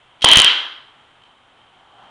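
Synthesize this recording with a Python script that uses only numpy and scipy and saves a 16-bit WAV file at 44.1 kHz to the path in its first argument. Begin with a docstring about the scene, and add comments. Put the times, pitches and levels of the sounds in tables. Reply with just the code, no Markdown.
"""A pneumatic nailer fires one brad into a wooden frame on a bench in a bare, ringing workshop.
The blow is a push ringing the wood under a crack of noise; valve hiss and exhaust are shaped noise.
Dry ticks of noise come from the trigger and tool; a noise tail rings as the room.
Behind lies a steady distant rush, with a hollow drone that swells slowly.
A small microphone adds a sharp presence peak; its converter wraps round on the highest crests."""
import sys
import numpy as np
from scipy import signal
from scipy.fft import rfft, irfft, next_fast_len
from scipy.io import wavfile
from scipy.ndimage import uniform_filter1d

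SR = 44100
rng = np.random.default_rng(int(sys.argv[2]) if len(sys.argv) > 2 else 0)


def attenuation_scalar(level_db):
    """Turn a level in dB into a linear amplitude multiplier (20 dB per decade)."""
    decades = np.asarray(level_db, float) / 20
    return 10 ** decades


def persist_wave(psi):
    """Save psi, clipped to +-1, as 16-bit WAV."""
    counts = np.round(np.clip(psi, -1, 1) * 32767).astype(np.int16)
    wavfile.write(sys.argv[1], SR, np.atleast_2d(counts).T)


N = 92610
T = np.arange(N) / SR  # seconds

# Spectrum of the distant rush. Each row: frequency in Hz, level in dB.
RUSH_SPECTRUM = [(30, 28.5), (120, 17.5), (200, 0.5), (300, 0.5), (600, 1.5), (1000, 1.5), (1800, -7),
                 (2400, -8.5), (3200, -19.5), (3600, -13), (4200, -18), (6000, -17.5), (10500, -10)]
# Spectrum of the hollow drone. Each row: frequency in Hz, level in dB.
DRONE_SPECTRUM = [(120, 6), (250, -8.5), (600, -2.5), (800, 4), (1000, -5), (1200, -5.5), (1600, -14.5),
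                  (2500, -27)]
# Slow swell of the drone. Each row: time in seconds, level in dB.
DRONE_SWELL = [(0, -47), (.9, -46.5), (1.4, -42), (2.1, -35.5)]
# Decay of the workshop's tail. Each row: frequency in Hz, time to fall 60 dB in seconds.
ROOM_DECAY = [(100, 0.2), (300, 0.78), (1000, 0.81), (2000, .65), (3000, 0.56), (5000, 0.62), (8000, .42),
              (11000, 0.68)]
# Ticks of trigger and tool. Each row: start in seconds, level in dB, time to fall 60 dB in seconds.
TOOL_TICKS = [(.2092, -37, .02), (1.2205, -50, .008), (1.2365, -44, .015)]
# Spectrum of the valve's hiss. Each row: frequency in Hz, level in dB.
VALVE_SPECTRUM = [(100, 4.5), (400, -5), (1500, -10), (3000, 2.5), (5500, 3.5), (8000, -2), (10300, 7)]
# Spectrum of the exhaust blast. Each row: frequency in Hz, level in dB.
EXHAUST_SPECTRUM = [(60, -14), (250, -5.5), (600, -5), (1100, 2), (1700, 3), (2300, 3.5), (3200, 2),
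                    (4200, 1.5), (5200, -0.5), (8000, -7.5), (10500, -5)]
# Ringing modes of the frame. Each row: frequency in Hz, relative level in dB,
# time to fall 60 dB in seconds.
WOOD_MODES = [(280, -12.5, .015), (600, -3, .008), (1000, -1, 0.011), (1530, -2, 0.0074),
              (2300, -17.5, .01)]
# Response of the small microphone. Each row: frequency in Hz, gain in dB.
MIC_RESPONSE = [(40, -33), (150, -12.5), (260, -2.5), (500, -6), (1500, 3.5), (2400, 4), (2850, 12),
                (3150, 22.5), (3450, 9.5), (4000, 3.5), (5000, -7), (7000, -10), (10500, -17)]
# Crests that overflow the converter. Each row: centre in seconds, length in seconds,
# height over the overflow point in dB, side that overflows (-1 lower, 1 upper, 0 both).
OVERFLOW_CRESTS = [(.2455, .0018, 1.6, -1), (.2483, .0012, 1.8, 0), (.2588, .0002, .4, 1),
                   (.2883, .00032, .8, 0), (.3159, .0006, 1.2, 1), (.3227, .00032, 1.5, 1),
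                   (.3344, .0006, 1.5, 0), (.3587, .00032, 1.5, -1), (.3726, .0022, 2.1, -1),
                   (.3848, .00032, 1.2, -1), (.3919, .0004, 1.2, 0), (.3998, .0004, 1.8, 0),
                   (.4017, .0005, .8, 1), (.4193, .00032, .6, 0), (.4464, .00032, .8, 0)]

BLOW_S = .2430  # the piston lands, seconds


def colour(x, table):
    """Causal minimum-phase filter through (Hz, dB) points, built by folding the cepstrum."""
    hz, db = np.array(table).T
    bins_hz = np.arange(2049) * SR / 4096
    log_gain = np.interp(np.log(bins_hz + 1), np.log(hz), db) * np.log(10) / 20
    cepstrum = irfft(log_gain)
    cepstrum[1:2048] *= 2
    cepstrum[2049:] = 0
    impulse = irfft(np.exp(rfft(cepstrum)))[:2048]
    return signal.fftconvolve(x, impulse)[:len(x)]


def noise(table):
    """Coloured noise; the table's 0 dB is the density of unit white noise."""
    return colour(rng.standard_normal(N), table)


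def ramp(start_s, length_s):
    """0 before, 1 after, smooth between."""
    return np.sin(np.pi / 2 * np.clip((T - start_s) / length_s, 0, 1)) ** 2


def walk(rate):
    """Random levels held 1 / rate seconds and slewed twice."""
    hold = int(SR / rate)
    steps = np.repeat(rng.standard_normal(N // hold + 1), hold)
    return uniform_filter1d(uniform_filter1d(steps, hold), hold)[:N]


def rush():
    """Steady distant rush, and a hollow drone that swells slowly; both waver at random."""
    steady = noise(RUSH_SPECTRUM) * attenuation_scalar(-45.5 + 1.2 * walk(6))
    swell_db = np.interp(T, *np.array(DRONE_SWELL).T)
    drone = noise(DRONE_SPECTRUM) * attenuation_scalar(swell_db + 2.4 * walk(12))
    return steady + drone


def room(x):
    """Diffuse tail of noise in half-octave steps, each band with its own decay."""
    room_db, delay_s = 1, .011
    age = np.arange(SR) / SR
    spectrum = rfft(rng.standard_normal(SR))
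    hz = np.arange(SR // 2 + 1) + 1.
    decay_hz, decay_s = np.array(ROOM_DECAY).T
    tail = 0
    for mid_hz in 45 * 2 ** (np.arange(17) / 2):
        t60 = np.interp(np.log(mid_hz), np.log(decay_hz), decay_s)
        band = np.clip(1 - 2 * np.abs(np.log2(hz / mid_hz)), 0, 1)
        tail = tail + irfft(spectrum * band) * attenuation_scalar(-60 * age / t60)
    tail = tail * (age > delay_s)
    tail = tail / np.sqrt(np.sum(tail ** 2))  # unit energy
    return attenuation_scalar(room_db) * signal.fftconvolve(x, tail)[:N]


def ticks():
    """Small dry clicks of metal parts: noise that starts at once and dies exponentially."""
    grit = rng.standard_normal(N)
    clicks = np.zeros(N)
    for start_s, db, t60 in TOOL_TICKS:
        decay = attenuation_scalar(-60 * np.maximum(T - start_s, 0) / t60)
        clicks += attenuation_scalar(db) * grit * (T >= start_s) * decay
    return clicks


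def valve():
    """Bright, sputtering air rushes into the cylinder until the piston lands."""
    start_s, rise_s, start_db, sag_db_per_s = .2178, .004, -14, 750
    sputter_db = 3 * walk(500)
    db = start_db - sag_db_per_s * np.abs(T - start_s) + sputter_db
    landing = 1 - ramp(BLOW_S, 0.0027)
    return noise(VALVE_SPECTRUM) * ramp(start_s, rise_s) * attenuation_scalar(db) * landing


def exhaust():
    """The cylinder vents: fast rise, sagging hold, short release."""
    start_s, rise_s, end_s, fall_s = .2560, .002, 0.47, 0.04
    start_db, sag_db_per_s = -17, 19
    shape = ramp(start_s, rise_s) - ramp(end_s, fall_s)
    flutter_db = -0.5 * walk(40)
    db = start_db - sag_db_per_s * (T - start_s) + flutter_db
    return noise(EXHAUST_SPECTRUM) * shape * attenuation_scalar(db)


def blow():
    """A short push rings the frame's modes, with a crack of noise on top."""
    push_s, blow_db = .0007, 1.5
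    crack_db, crack_s = -18, .005  # the crack starts to fade crack_s after the blow
    age = np.arange(SR // 5) / SR
    ring = sum(attenuation_scalar(db - 60 * age / t60) * np.cos(2 * np.pi * hz * age) for hz, db, t60 in WOOD_MODES)
    push = ramp(BLOW_S, push_s) - ramp(BLOW_S + push_s, push_s)
    # the slope of the push drives the wood
    thud = signal.fftconvolve(np.gradient(push), ring)[:N] * -attenuation_scalar(blow_db)
    crack_shape = ramp(BLOW_S + push_s, 0.0019) - ramp(BLOW_S + crack_s, 0.0027)
    return thud + attenuation_scalar(crack_db) * rng.standard_normal(N) * crack_shape


def scene():
    """Every source direct, then the workshop's tail, over the background."""
    small, hit, air = ticks(), blow(), valve() + exhaust()
    echo = room(air + attenuation_scalar(-5) * hit + attenuation_scalar(-3.5) * small)  # sends to the room in dB
    return (small + hit + air + echo + rush())[None]


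def low_pass(x):
    """Removes everything above the highest recorded frequency."""
    return signal.sosfilt(signal.butter(12, 10780, fs=SR, output="sos"), x)


def record(dry):
    """Presence peak and hiss; listed crests swell past overflow and wrap at half rate; other peaks clip."""
    hiss_db, overflow = -73.5, .82  # overflow as a fraction of full scale
    rise_s, fall_s = .0012, .0018  # swell into and out of each crest
    x = colour(dry[0], MIC_RESPONSE) + attenuation_scalar(hiss_db) * rng.standard_normal(N)

    # the presence band, and the same wave evened out to unit height
    band = signal.butter(1, (2500, 3900), "bandpass", fs=SR, output="sos")
    ring = signal.sosfiltfilt(band, x)
    envelope = np.abs(signal.hilbert(ring, next_fast_len(N))[:N])
    wave = ring / (envelope + 1e-9)

    up, down = np.zeros(N, bool), np.zeros(N, bool)
    for centre_s, length_s, db, side in OVERFLOW_CRESTS:
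        start_s, end_s = centre_s - length_s / 2, centre_s + length_s / 2
        hump = ramp(start_s - rise_s, rise_s) - ramp(end_s, fall_s)
        x = x + hump * (overflow * attenuation_scalar(db) * wave - ring)
        inside = np.abs(T - centre_s) < length_s / 2
        up = up | inside & (side >= 0)
        down = down | inside & (side <= 0)

    # at half rate, crests past the overflow point jump to the opposite side
    x = signal.resample_poly(x, 1, 2, window=("kaiser", 9))
    over = up[::2] & (x > overflow)
    under = down[::2] & (x < -overflow)
    x = x - 2 * overflow * (over * 1. - under)
    smoothing = signal.firwin(61, 10500, fs=SR, window=("kaiser", 9))
    x = np.clip(signal.resample_poly(x, 2, 1, window=smoothing), -1, 1)
    return low_pass(x[None, :N])


dry = scene()
out = record(dry)
persist_wave(out)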